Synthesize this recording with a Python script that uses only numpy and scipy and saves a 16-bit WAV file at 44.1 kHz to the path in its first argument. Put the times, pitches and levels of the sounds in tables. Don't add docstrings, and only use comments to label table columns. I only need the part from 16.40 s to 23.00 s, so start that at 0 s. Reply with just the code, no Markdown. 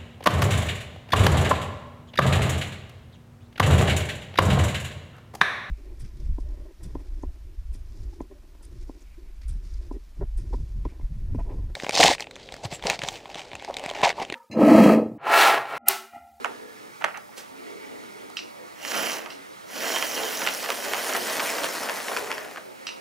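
import sys
import numpy as np
from scipy import signal
from scipy.fft import rfft, irfft, next_fast_len
from scipy.io import wavfile
from scipy.ndimage import uniform_filter1d, map_coordinates

SR = 44100
rng = np.random.default_rng(int(sys.argv[2]) if len(sys.argv) > 2 else 0)


def materialize(psi):
    bounded = np.clip(np.atleast_2d(psi).T, -1, 1)
    quanta = np.round(bounded * 32767).astype(np.int16)
    wavfile.write(sys.argv[1], SR, quanta)


def field_ratio(decibels):
    return 10 ** (np.asarray(decibels, dtype=float) / 20)


N = 291268
T = np.arange(N) / SR

# (time [s], wheel rolling level [dB], motor effort level [dB])
MOVES = [
    [(2.33, -55, -63), (2.44, -46, -44), (2.5, -38.5, -37.5), (2.58, -33, -36.5), (2.69, -37, -37),
     (2.77, -38, -40.5), (2.88, -49, -60.5), (2.98, -46, -47)],
    [(3.24, -54, -54), (3.38, -37, -39.5), (3.52, -34, -32), (3.7, -39, -37), (3.94, -36, -33.5),
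     (4.2, -38.5, -36.5), (4.42, -38.5, -36), (4.6, -36, -34), (4.9, -35.5, -33), (5.1, -34, -33),
     (5.5, -37.5, -38), (5.63, -40.5, -38), (5.72, -36, -38), (5.87, -40, -42), (6.05, -45, -47.5),
     (6.18, -47.5, -53.5), (6.28, -60, -62), (6.44, -71, -66)],
]
# (frequency [Hz], relative level per Hz [dB])
BOARD_SPECTRUM = [(35, -55), (60, -20), (145, -17), (277, -5), (351, -5.5), (594, 1.5), (661, 2),
                  (734, -1.5), (1400, -7), (1820, -3.5), (3080, -120)]
# (frequency [Hz], width [Hz], relative level [dB])
SHELL_MODES = [(1070, 1390, -4), (1652, 464, 1.5), (1907, 263, 2), (2640, 870, -2.5)]
# (frequency [Hz], relative level per Hz [dB])
GEAR_SPECTRA = [
    [(1940, -50), (3300, -3.5), (3820, -4.5), (4590, -4), (5040, -5), (5940, 0), (6520, -4), (7390, -5),
     (8270, -9), (9250, -12), (10100, -5.5), (11200, -8.5), (13800, -12), (14900, -9), (16000, -19)],
    [(1940, -32), (3300, -1.5), (4470, 0), (5450, -1), (6730, -2.5), (8000, -4.5), (9250, -4.5),
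     (10800, -4), (12500, -8), (13600, -9), (14800, -12), (15300, -8), (16000, -20)],
]
# (frequency [Hz], width [Hz], relative level [dB])
GEARBOX_MODES = [(2750, 130, -2), (3120, 240, 0)]
# (frequency [Hz], width [Hz], relative level [dB])
BRUSH_MODES = [(5400, 360, 4.5), (10540, 490, 4.5), (13950, 800, 4)]
# (frequency [Hz], width [Hz], relative level [dB])
HOLLOW_MODES = [(227, 190, 0)]
# (frequency [Hz], gain [dB])
WIDE_HISS_GAIN = [(3000, -45), (4200, -19), (6000, -20), (9000, -17), (11000, -15), (13000, -9),
                  (15000, -6), (16000, -30)]
# (time [s], level [dB])
SQUEAKS = [(3.5, -36), (3.56, -37), (3.625, -32), (3.775, -33)]
# (frequency [Hz], width [Hz], relative level [dB])
AXLE_MODES = [(4150, 490, -0.5), (4900, 910, 0.5), (5660, 910, 2.5), (7300, 1140, -2.5), (9400, 420, -3)]
# (time [s], tick level [dB], thump level before a 2 dB lift [dB], pitch [Hz])
WHEEL_BLOWS = [(2.4496, -19.5, -42, 2540), (2.5175, -18, -42, 1900), (2.544, -16.5, -28, 1700),
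               (2.5772, -28, -30, 2500), (2.6279, -28, -29, 2800), (2.6686, -15, -46, 1800),
               (2.6977, -18.5, -49, 2200), (2.859, -26.5, -32.5, 2000), (3.5603, -14, -22.5, 3000),
               (3.6248, -10.5, -26, 2540), (3.7778, -16.5, -33, 2200), (3.8347, -18, -23, 3200),
               (4.0176, -16, -22.5, 2100), (4.0646, -12.5, -25, 2700), (4.0733, -6, -40, 2200),
               (4.0872, -15.5, -29, 2720), (4.24, -19.0, -26.5, 2500), (4.26, -17, -44, 2300),
               (4.288, -18, -20, 1830), (4.3028, -9, -31, 2550), (4.4558, -22, -29.5, 1400),
               (4.5346, -10, -28, 2520), (4.5448, -14.5, -25.5, 2380), (4.6924, -19, -23.5, 1700),
               (4.726, -16.5, -39, 1900), (4.7488, -16, -19.5, 1810), (4.8934, -28, -22, 1610),
               (4.9958, -13.5, -18.5, 2200), (5.0018, -12.5, -33, 2500), (5.1825, -17, -22, 1800),
               (5.2344, -14, -33, 3080), (5.2422, -11, -25, 3600), (5.4281, -23.0, -23.5, 1690),
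               (5.488, -17, -24, 1700), (5.4957, -13, -25, 2280), (5.6016, -20.0, -29, 1400),
               (5.6826, -17, -28, 2200), (5.7139, -23.5, -22.5, 1500), (5.7316, -19, -42, 1200),
               (5.765, -12.5, -34, 1600), (5.7711, -12, -29, 2530), (5.903, -19.5, -26, 1500),
               (5.9154, -10, -29, 2100), (5.9798, -20, -35, 1700), (6.046, -25, -34, 1600),
               (6.1594, -23.5, -52, 1600), (6.1716, -24.5, -28.5, 1800)]
# (time [s], peak level [dB])
AXLE_TICKS = [(2.431, -32), (2.4768, -27), (2.512, -26), (2.576, -23), (2.717, -18.5), (3.7514, -20.5),
              (3.972, -21), (4.2277, -25), (4.4408, -27), (4.4832, -22), (4.6493, -30), (4.7348, -17.5),
              (4.8985, -20), (5.151, -20), (5.2862, -24), (5.375, -29)]
# (frequency [Hz], width [Hz], relative level [dB])
BOGIE_MODES = [(950, 400, 0), (1400, 600, 0)]
# (frequency [Hz], width [Hz], relative level [dB])
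WHEEL_MODES = [(1500, 730, 0.5), (2300, 1570, 6), (3220, 3400, 4), (4380, 850, 6)]
# (frequency [Hz], width [Hz], relative level [dB])
THUMP_MODES = [(456, 243, 3), (1086, 920, 2.5)]
# (time [s], blow level [dB], blow length [s], crack level over the blow [dB])
KNOCKS = [(0.045, -11, 0.00071, -13.5), (0.057, -22, 0.0018, -24), (0.609, -33, 0.004, -40),
          (0.621, -26, 0.00123, -28), (0.6405, -10, 0.00122, -21), (0.6447, -7, 0.00029, -16),
          (0.65, -19.5, 0.00153, -30), (0.662, -28, 0.0025, -30), (0.773, -29.5, 0.004, -2.5),
          (0.888, -40, 0.00408, -39), (1.9, -35.5, 0.0016, -2)]
# (frequency [Hz], width [Hz], relative level [dB])
WOOD_MODES = [(662, 120, 1), (844, 370, 0.5), (1350, 580, 1.5), (2090, 750, -2), (2890, 710, -7.5)]
# (frequency [Hz], width [Hz], relative level [dB])
FRAME_MODES = [(200, 170, -2), (327, 150, -0.5), (514, 130, 0.5)]
# (time [s], level before rise and decay [dB], rise [s], 60 dB decay [s])
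SCRAPES = [(0.044, -25, 0.0027, 0.078), (0.608, -29.5, 0.012, 0.1), (0.6436, -29.5, 0.0015, 0.24),
           (0.74, -28.5, 0.011, 0.15), (0.915, -46, 0.0084, 0.21)]
# (time [s], level [dB])
RELAY_SNAPS = [(1.969, -14.5), (2.903, -25.5), (6.4682, -15)]
# (frequency [Hz], typical relative level [dB])
ARMATURE_MODES = [(1300, -0.5), (1845, -0.5), (2690, 9.5), (3010, 9.5), (3200, 5), (4050, 4), (4870, 3),
                  (5270, 3.5), (5895, 1.5), (8000, -9.5), (10800, -31)]
# (frequency [Hz], relative level per Hz [dB])
SWISH_SPECTRUM = [(120, -38), (200, 0), (328, -12), (473, -1.5), (763, -9.5), (5940, -9.5), (14300, -21.5),
                  (16000, -28)]
# (start [s], end [s], level [dB])
HUMS = [(-0.2, 0.08, -47), (0.106, 0.56, -56.5), (1.284, 1.405, -51.5), (1.598, 1.85, -55.5),
        (3.784, 3.86, -42), (5.6, 5.704, -68), (5.783, 5.82, -41.5), (5.925, 5.98, -47),
        (6.084, 6.204, -62)]
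# (time [s], level before wavering [dB])
FAR_LEVEL = [(0.0, -43), (0.27, -49), (0.65, -46.5), (0.9, -52.5), (1.25, -46), (1.69, -46), (2.1, -48),
             (3.2, -47), (6.34, -49), (6.48, -44.5), (6.6, -47.5)]
# (frequency [Hz], relative level per Hz [dB])
DRONE_SPECTRUM = [(88, -34), (150, -25), (264, -2.5), (469, -2.5), (573, -2), (1020, -8.5), (1200, -40),
                  (1560, -35), (2640, -120)]
# (frequency [Hz], relative level per Hz [dB])
WHIRR_SPECTRUM = [(530, -24), (900, 0.5), (1020, -3.5), (1160, 2.5), (1400, 2), (1650, -3), (1910, -1.5),
                  (2390, -5.5), (3000, -9), (4360, -10), (4750, -12), (8500, -18.5), (11000, -21),
                  (18700, -120)]
# (start [s], end [s], level before wavering [dB])
MURMUR = (1.26, 1.45, -43)
# (start [s], end [s], level [dB])
WHINE = (-0.2, 0.3, -55)
# (frequency [Hz], relative level per Hz [dB])
AIR_SPECTRUM = [(12, -44), (20, -25), (91, -12), (129, -1.5), (161, -10), (180, -0.5), (230, -0.5),
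                (400, -120)]
# (frequency [Hz], gain [dB])
ROOM_GAIN = [(100, -1.5), (300, -3.5), (1000, -5.5), (3000, -7), (6000, -18), (9000, -22), (14000, -9)]
# (frequency [Hz], 60 dB decay [s])
ROOM_DECAY = [(200, 0.44), (2000, 0.23), (12000, 0.083)]
# (frequency [Hz], left lead [rad])
PORT_LEAD = [(100, -3), (260, -0.77), (520, 0.37), (1460, -0.4), (2800, 0.63), (4000, 0.0)]
# (frequency [Hz], left lead [rad])
BEHIND_LEAD = [(100, 3.55), (1600, 2.8), (2400, 1.63), (4400, 1.44), (9000, 1.1)]
# (frequency [Hz], share of the tilt [1])
SIDED = [(300, 0.092), (1200, 1.38), (3000, 1.28), (6000, 0.12)]
# (frequency [Hz], shift per dB of tilt [rad])
SIDE_PHASE = [(2000, 0.0812), (8000, 0.07), (12500, 0.17), (14200, -0.2), (15600, 1)]
# (frequency [Hz], relative level per Hz [dB])
HISS_SPECTRUM = [(2940, -52), (5000, -3), (8020, -7), (8920, -3.5), (12000, -6.5), (15000, -7), (15600, 1),
                 (16000, -22)]

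BOARD_DB, SHELL_DB = [-0.5, 0.85], 0.13
GEARBOX_DB, GEARBOX_FADE = -11.5, 1.5
HOLLOW_DB, HOLLOW_FADE = -21.5, 1.77
JOLT_S, JOLT_BOARD_DB = 0.027, -20
SQUEAK_S = 0.0057
WIDE_HISS_LOW_S, WIDE_HISS_DB_PER_S = 5.7, 6.5
CROSS_S, CROSS_DB = (2.29, 5.6), (-7.5, 0.5)
AXLE_TURNS, AXLE_DB = [34, 30], [-1.5, -9.5]
PULL_DB, PULL_S = 7, 0.66
BOGIE_DB, FRAME_DB = -10, -22.5
OFF_PITCH_DB = 10
CONTACT_S, SOFTER = 0.00045, 0.5
HARD_S, DULL_DB = 0.0013, 31
SOFT_RING = 0.2
PUFF_S, PUFF_DB, PUFF_RISE, PUFF_FALL = 0.98, -37.5, 1000, 255
DRONE_DB, DRONE_FOLLOWS = -46, 0.93
FADE_DB_PER_S, MURMUR_FADE = 117, 17


def unit(x):
    return x / np.sqrt(np.mean(x ** 2) + 1e-20)


def along(points, hz):
    f, v = np.transpose(points)
    return np.interp(np.log(hz + 1), np.log(f + 1), v)


def curves(rows):
    s, *columns = np.transpose(rows)
    return [np.interp(T, s, column) for column in columns]


def wobble(rate):
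    knots = rng.standard_normal(int(N * rate / SR) + 4)
    return map_coordinates(knots, [T * rate])


def filtered(x, response):
    m = next_fast_len(x.shape[-1] + 8192)
    return irfft(rfft(x, m) * response(np.fft.rfftfreq(m, 1 / SR)), m)[..., :x.shape[-1]]


def colour(spectrum):
    return lambda hz: field_ratio(along(spectrum, hz))


def body(modes):
    def response(f):
        return sum((-1) ** k * field_ratio(db) * 1j * f * w / (c * c - f * f + 1j * f * w)
                   for k, (c, w, db) in enumerate(modes))
    return response


def steep(modes, extra=1):
    return lambda f: body(modes)(f) * np.abs(body(modes)(f)) ** extra


def shaped_noise(response):
    return unit(filtered(rng.standard_normal(N), response))


def patchy(patchy_db):
    z = signal.stft(rng.standard_normal(N), nperseg=512)[2]
    field = uniform_filter1d(uniform_filter1d(rng.standard_normal(z.shape), 6, 0), 8, 1)
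    return unit(signal.istft(z * field_ratio(patchy_db * unit(field)), nperseg=512)[1][:N])


def strike(modes, seconds, sharp=0):
    u = np.arange(int(.06 * SR)) / (seconds * SR)
    push = rng.standard_normal(len(u)) * u * np.exp(-u)
    push[round(seconds * SR)] += sharp * np.linalg.norm(push)

    def radiated(f):
        return body(modes)(f) * (1j * f / (250 + 1j * f)) ** 2 / (1 + 1j * f / 9000) ** 2
    ring = filtered(push, radiated)
    return ring / np.abs(ring).max()


def add(track, s, sound):
    part = track[..., round(s * SR):][..., :sound.shape[-1]]
    part += sound[..., :part.shape[-1]]


def placed(x, tilt_db, lead=PORT_LEAD):
    middle = filtered(x, lambda hz: along(SIDED, hz))
    turned = filtered(x, lambda hz: 1j * along(SIDE_PHASE, hz))
    pair = [x + (field_ratio(side * tilt_db / 2) - 1) * middle + side * (tilt_db + 1.7) * turned
            for side in (1, -1)]
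    return filtered(np.array(pair), lambda hz: np.exp(.5j * np.outer([1, -1], along(lead, hz))))


def tilt():
    return np.interp(T, CROSS_S, CROSS_DB)


def moving(move):
    return np.clip(np.minimum(T - move[0][0], move[-1][0] - T) / 0.077, 0, 1)


def pulling():
    late = T - MOVES[1][0][0]
    return (late > 0) * np.exp(-(late / PULL_S) ** 2)


def jolts():
    thumps = np.zeros(N)
    for s, _, thump_db, _ in WHEEL_BLOWS:
        thumps[round(s * SR)] = field_ratio(2 * thump_db)
    bell = np.exp(-.5 * (np.arange(-SR // 5, SR // 5) / SR / JOLT_S) ** 2)
    return np.sqrt(np.abs(signal.fftconvolve(thumps, bell ** 2, "same")))


def hold(start, end, db, fall=FADE_DB_PER_S):
    return field_ratio(db - FADE_DB_PER_S * np.maximum(start - T, 0) - fall * np.maximum(T - end, 0))


def motor_bursts():
    beats = np.diff(np.floor(np.cumsum(192 * (1 + .12 * wobble(120)) / SR)), prepend=0)
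    ticks = beats * field_ratio(3 * rng.standard_normal(N))
    return unit(signal.lfilter([1], [1, -np.exp(-1 / (0.0011 * SR))], ticks))


def wheelset_grit():
    hits = rng.random(N) < 220 * field_ratio(4 * wobble(14)) / SR
    return hits * field_ratio(4 * rng.exponential(size=N).clip(0, 1.8)) * rng.choice([-1, 1], N)


def gear_hiss(bursts, surge):
    mesh = patchy(patchy_db=2.2) * field_ratio(0.86 * surge + 0.8 * wobble(9)) * (1 + 0.6 * bursts)
    front, flank = (unit(filtered(mesh, colour(gears))) for gears in GEAR_SPECTRA)
    come = np.clip((T - 3.9) / 0.33, 0, 1)
    ticking = unit(filtered(bursts * rng.standard_normal(N), steep(BRUSH_MODES)))
    return unit((1 - come) * front + come * flank + field_ratio(-13.5) * ticking)


def wide_gear_hiss():
    growth_db = WIDE_HISS_DB_PER_S * np.minimum(abs(T - WIDE_HISS_LOW_S), 1.3)
    patches = np.array([patchy(patchy_db=5.5), patchy(patchy_db=3.0)]) * field_ratio(growth_db)
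    return filtered(patches, colour(WIDE_HISS_GAIN))


def locomotive():
    bursts, surge, grit = motor_bursts(), wobble(40), wheelset_grit()
    board = patchy(patchy_db=1.6) * field_ratio(1.3 * surge) * (1 + 0.27 * bursts)
    rumble = unit(filtered(board, colour(BOARD_SPECTRUM)))
    rumble = unit(rumble + field_ratio(-4) * unit(filtered(grit, steep(THUMP_MODES))))
    shell = patchy(patchy_db=1.8) * field_ratio(1.8 * surge) * (1 + 0.5 * bursts)
    rattle = unit(filtered(shell, steep(SHELL_MODES)))
    rattle = unit(rattle + field_ratio(-2) * unit(filtered(grit, steep(SHELL_MODES))))
    gearbox = patchy(patchy_db=2.0) * field_ratio(1.9 * surge) * (1 + 0.14 * bursts)
    rasp = unit(filtered(gearbox, steep(GEARBOX_MODES)))
    boom = field_ratio(HOLLOW_DB - HOLLOW_FADE * tilt()) * unit(filtered(rumble, steep(HOLLOW_MODES)))
    gears = gear_hiss(bursts, surge) + field_ratio(GEARBOX_DB - GEARBOX_FADE * tilt()) * rasp
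    squeak = sum(field_ratio(db) * np.exp(-.5 * ((T - s) / SQUEAK_S) ** 2) for s, db in SQUEAKS)
    mono = jolts() * field_ratio(JOLT_BOARD_DB) * rumble + squeak * rasp
    motor = np.zeros(N)
    for move, board_db in zip(MOVES, BOARD_DB):
        roll_db, motor_db = curves(move)
        rolling = field_ratio(board_db) * rumble + boom + field_ratio(SHELL_DB) * rattle
        mono += moving(move) * (field_ratio(roll_db) * rolling + field_ratio(motor_db) * gears)
        motor += moving(move) * field_ratio(motor_db)
    return mono, placed(mono, tilt()) + motor * wide_gear_hiss()


def axle_gear():
    back, ahead = (moving(move) * field_ratio(curves(move)[1]) for move in MOVES)
    level = field_ratio(AXLE_DB[0]) * back + field_ratio(AXLE_DB[1] + PULL_DB * pulling()) * ahead
    rate = np.where(T < MOVES[1][0][0], *AXLE_TURNS) * (1 + 0.045 * wobble(6.3))
    turns = np.cumsum(rate) / SR
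    turns -= turns[round(2.605 * SR)]
    beat = field_ratio(4.3 * np.cos(2 * np.pi * turns) + 0.75 * wobble(30))
    mono = level * unit(filtered(beat * rng.standard_normal(N), steep(AXLE_MODES)))
    return mono, placed(mono, tilt())


def wheel_ticks():
    mono = np.zeros(N)
    for s, db, thump_db, pitch_hz in WHEEL_BLOWS:
        wheel = [(hz, width, level - OFF_PITCH_DB * abs(np.log2(hz / pitch_hz)))
                 for hz, width, level in WHEEL_MODES]
        contact = CONTACT_S * field_ratio(-SOFTER * (db + 10))
        add(mono, s, field_ratio(db) * strike(wheel, contact, sharp=1.28))
        add(mono, s, field_ratio(db + BOGIE_DB) * strike(BOGIE_MODES, 0.00173, sharp=1.0))
        add(mono, s, field_ratio(thump_db + 2.0) * strike(THUMP_MODES, 0.0046))
        add(mono, s + rng.uniform(.005, .016), field_ratio(db - 13) * strike(wheel, 0.0012))
    for s, db in AXLE_TICKS:
        add(mono, s, field_ratio(db) * strike(AXLE_MODES, 0.0008, sharp=0.6))
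    return mono, placed(mono, tilt())


def knocks():
    mono, t = np.zeros(N), np.arange(SR // 4) / SR
    for s, db, seconds, crack_db in KNOCKS:
        dull_db = DULL_DB * max(np.log2(seconds / HARD_S), 0)
        modes = [(hz, width * field_ratio(-SOFT_RING * dull_db), level - abs(k - 1) * dull_db)
                 for k, (hz, width, level) in enumerate(WOOD_MODES)]
        add(mono, s, field_ratio(db) * strike(modes, seconds, sharp=0.91))
        add(mono, s, field_ratio(db + FRAME_DB) * strike(FRAME_MODES, 0.005))
        add(mono, s, field_ratio(db + crack_db) * strike([(6400, 3200, 0)], 0.001))
    for s, db, rise, t60 in SCRAPES:
        grains = rng.standard_normal(len(t)) * (1 + 4 * (rng.random(len(t)) < 1200 / SR))
        scrape = unit(filtered(
            grains, lambda f: body(WOOD_MODES)(f) * f / (f + 900) / (1 + (f / 3500) ** 4)))
        add(mono, s, field_ratio(db - 60 * t / t60) * (1 - np.exp(-t / rise)) * scrape)
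    return mono, placed(mono, -7.5)


def relay():
    mono, t = np.zeros(N), np.arange(SR // 4) / SR
    modes = [(hz, 380, level + 0.5 * k) for k, (hz, level) in enumerate(ARMATURE_MODES)]
    for s, db in RELAY_SNAPS:
        ring = np.zeros(len(t))
        for hz, level in ARMATURE_MODES:
            decay = field_ratio(level + 2 * rng.normal() - 60 * t / 0.024)
            ring += decay * np.sin(2 * np.pi * hz * t + rng.uniform(0, 2 * np.pi))
        ring = ring / np.abs(ring).max() * (1 - np.exp(-t / 0.00056))
        shaken = unit(filtered(rng.standard_normal(len(t)), steep(modes, 0.24)))
        chatter = shaken * field_ratio(-17 - 60 * t / 0.27) * (1 - np.exp(-t / 0.0029))
        add(mono, s, field_ratio(db) * (ring + chatter))
        add(mono, s, field_ratio(db - 22.0) * strike([(9300, 6400, 0)], 0.0011))
        add(mono, s + 0.021, field_ratio(db - 9) * strike(modes[:5], 0.0004, sharp=2))
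    return mono, placed(mono, -5.0)


def swish():
    late = T - PUFF_S
    level = field_ratio(PUFF_DB + np.minimum(PUFF_RISE * late, -PUFF_FALL * late))
    mono = level * shaped_noise(colour(SWISH_SPECTRUM))
    return mono, placed(mono, -7.5)


def hum_swells():
    def bands(f):
        return np.abs(body([(412, 40, 0)])(f)) ** 2 + field_ratio(-8) * np.abs(body([(465, 70, 0)])(f)) ** 2
    mono = sum(hold(*row, 118) for row in HUMS) * shaped_noise(bands)
    return mono, placed(mono, -10.0)


def far_train():
    (whirr_db,) = curves(FAR_LEVEL)
    drone_db = DRONE_DB + DRONE_FOLLOWS * (whirr_db - whirr_db.mean()) + 2.2 * wobble(18)
    drone = field_ratio(drone_db) * unit(filtered(patchy(patchy_db=1.0), colour(DRONE_SPECTRUM)))
    whirr = unit(filtered(patchy(patchy_db=1.0), colour(WHIRR_SPECTRUM)))
    whirr *= field_ratio(whirr_db + 0.81 * wobble(22.0))
    murmur = hold(*MURMUR, MURMUR_FADE)
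    wagons = shaped_noise(lambda f: body([(270, 150, 0), (460, 160, -1), (640, 160, -5)])(f) ** 2)
    drone += murmur * field_ratio(1.9 * wobble(25.3)) * wagons
    song = shaped_noise(lambda f: body([(1930, 120, 0), (2250, 200, 0)])(f) ** 2)
    whirr += (field_ratio(whirr_db - 13.5) + field_ratio(-14) * murmur) * song
    whirr += hold(*WHINE, 30) * shaped_noise(lambda f: body([(1710, 90, 0)])(f) ** 2)
    return drone + whirr, placed(drone + whirr, -3.0, BEHIND_LEAD)


def room(x):
    out, hop = np.zeros((2, N + SR)), 16384
    padded, window = np.pad(x, (0, 2 * hop)), np.hanning(2 * hop)
    first_window = np.where(np.arange(2 * hop) < hop, 1, window)
    for start in range(0, N, hop):
        hz, t, z = signal.stft(rng.standard_normal((2, hop)), SR, nperseg=256)
        z = z * field_ratio(-60 * t / along(ROOM_DECAY, hz)[:, None])
        z = z / np.linalg.norm(z, axis=2, keepdims=True)
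        tail = signal.istft(z, SR, nperseg=256)[1]
        tail = tail / np.linalg.norm(tail[0])
        piece = padded[start:start + 2 * hop] * (window if start else first_window)
        add(out, start / SR + .006, signal.fftconvolve(piece[None], tail, axes=1))
    return filtered(out[:, :N], colour(ROOM_GAIN))


def room_rumble():
    air = rng.standard_normal((2, N))
    return field_ratio(-59.5) * unit(filtered(air - 0.12 * air[::-1], colour(AIR_SPECTRUM)))


def microphone_hiss():
    noise = rng.standard_normal((3, N))
    return field_ratio(-59.5) * unit(filtered(noise[0] + 1.7 * noise[1:], colour(HISS_SPECTRUM)))


def scene():
    sources = [locomotive(), axle_gear(), wheel_ticks(), knocks(), relay(), swish(), hum_swells(), far_train()]
    direct = sum(pair for _, pair in sources)
    reverberant = room(sum(mono for mono, _ in sources))
    return field_ratio(-1.26) * (direct + reverberant) + room_rumble()


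def roll_off(x):
    return signal.sosfilt(signal.butter(12, 16470, fs=SR, output="sos"), x)


def record(dry):
    limited = filtered(dry + microphone_hiss(), lambda hz: hz < 15800)
    return roll_off(limited)


dry = scene()
out = record(dry)
materialize(out)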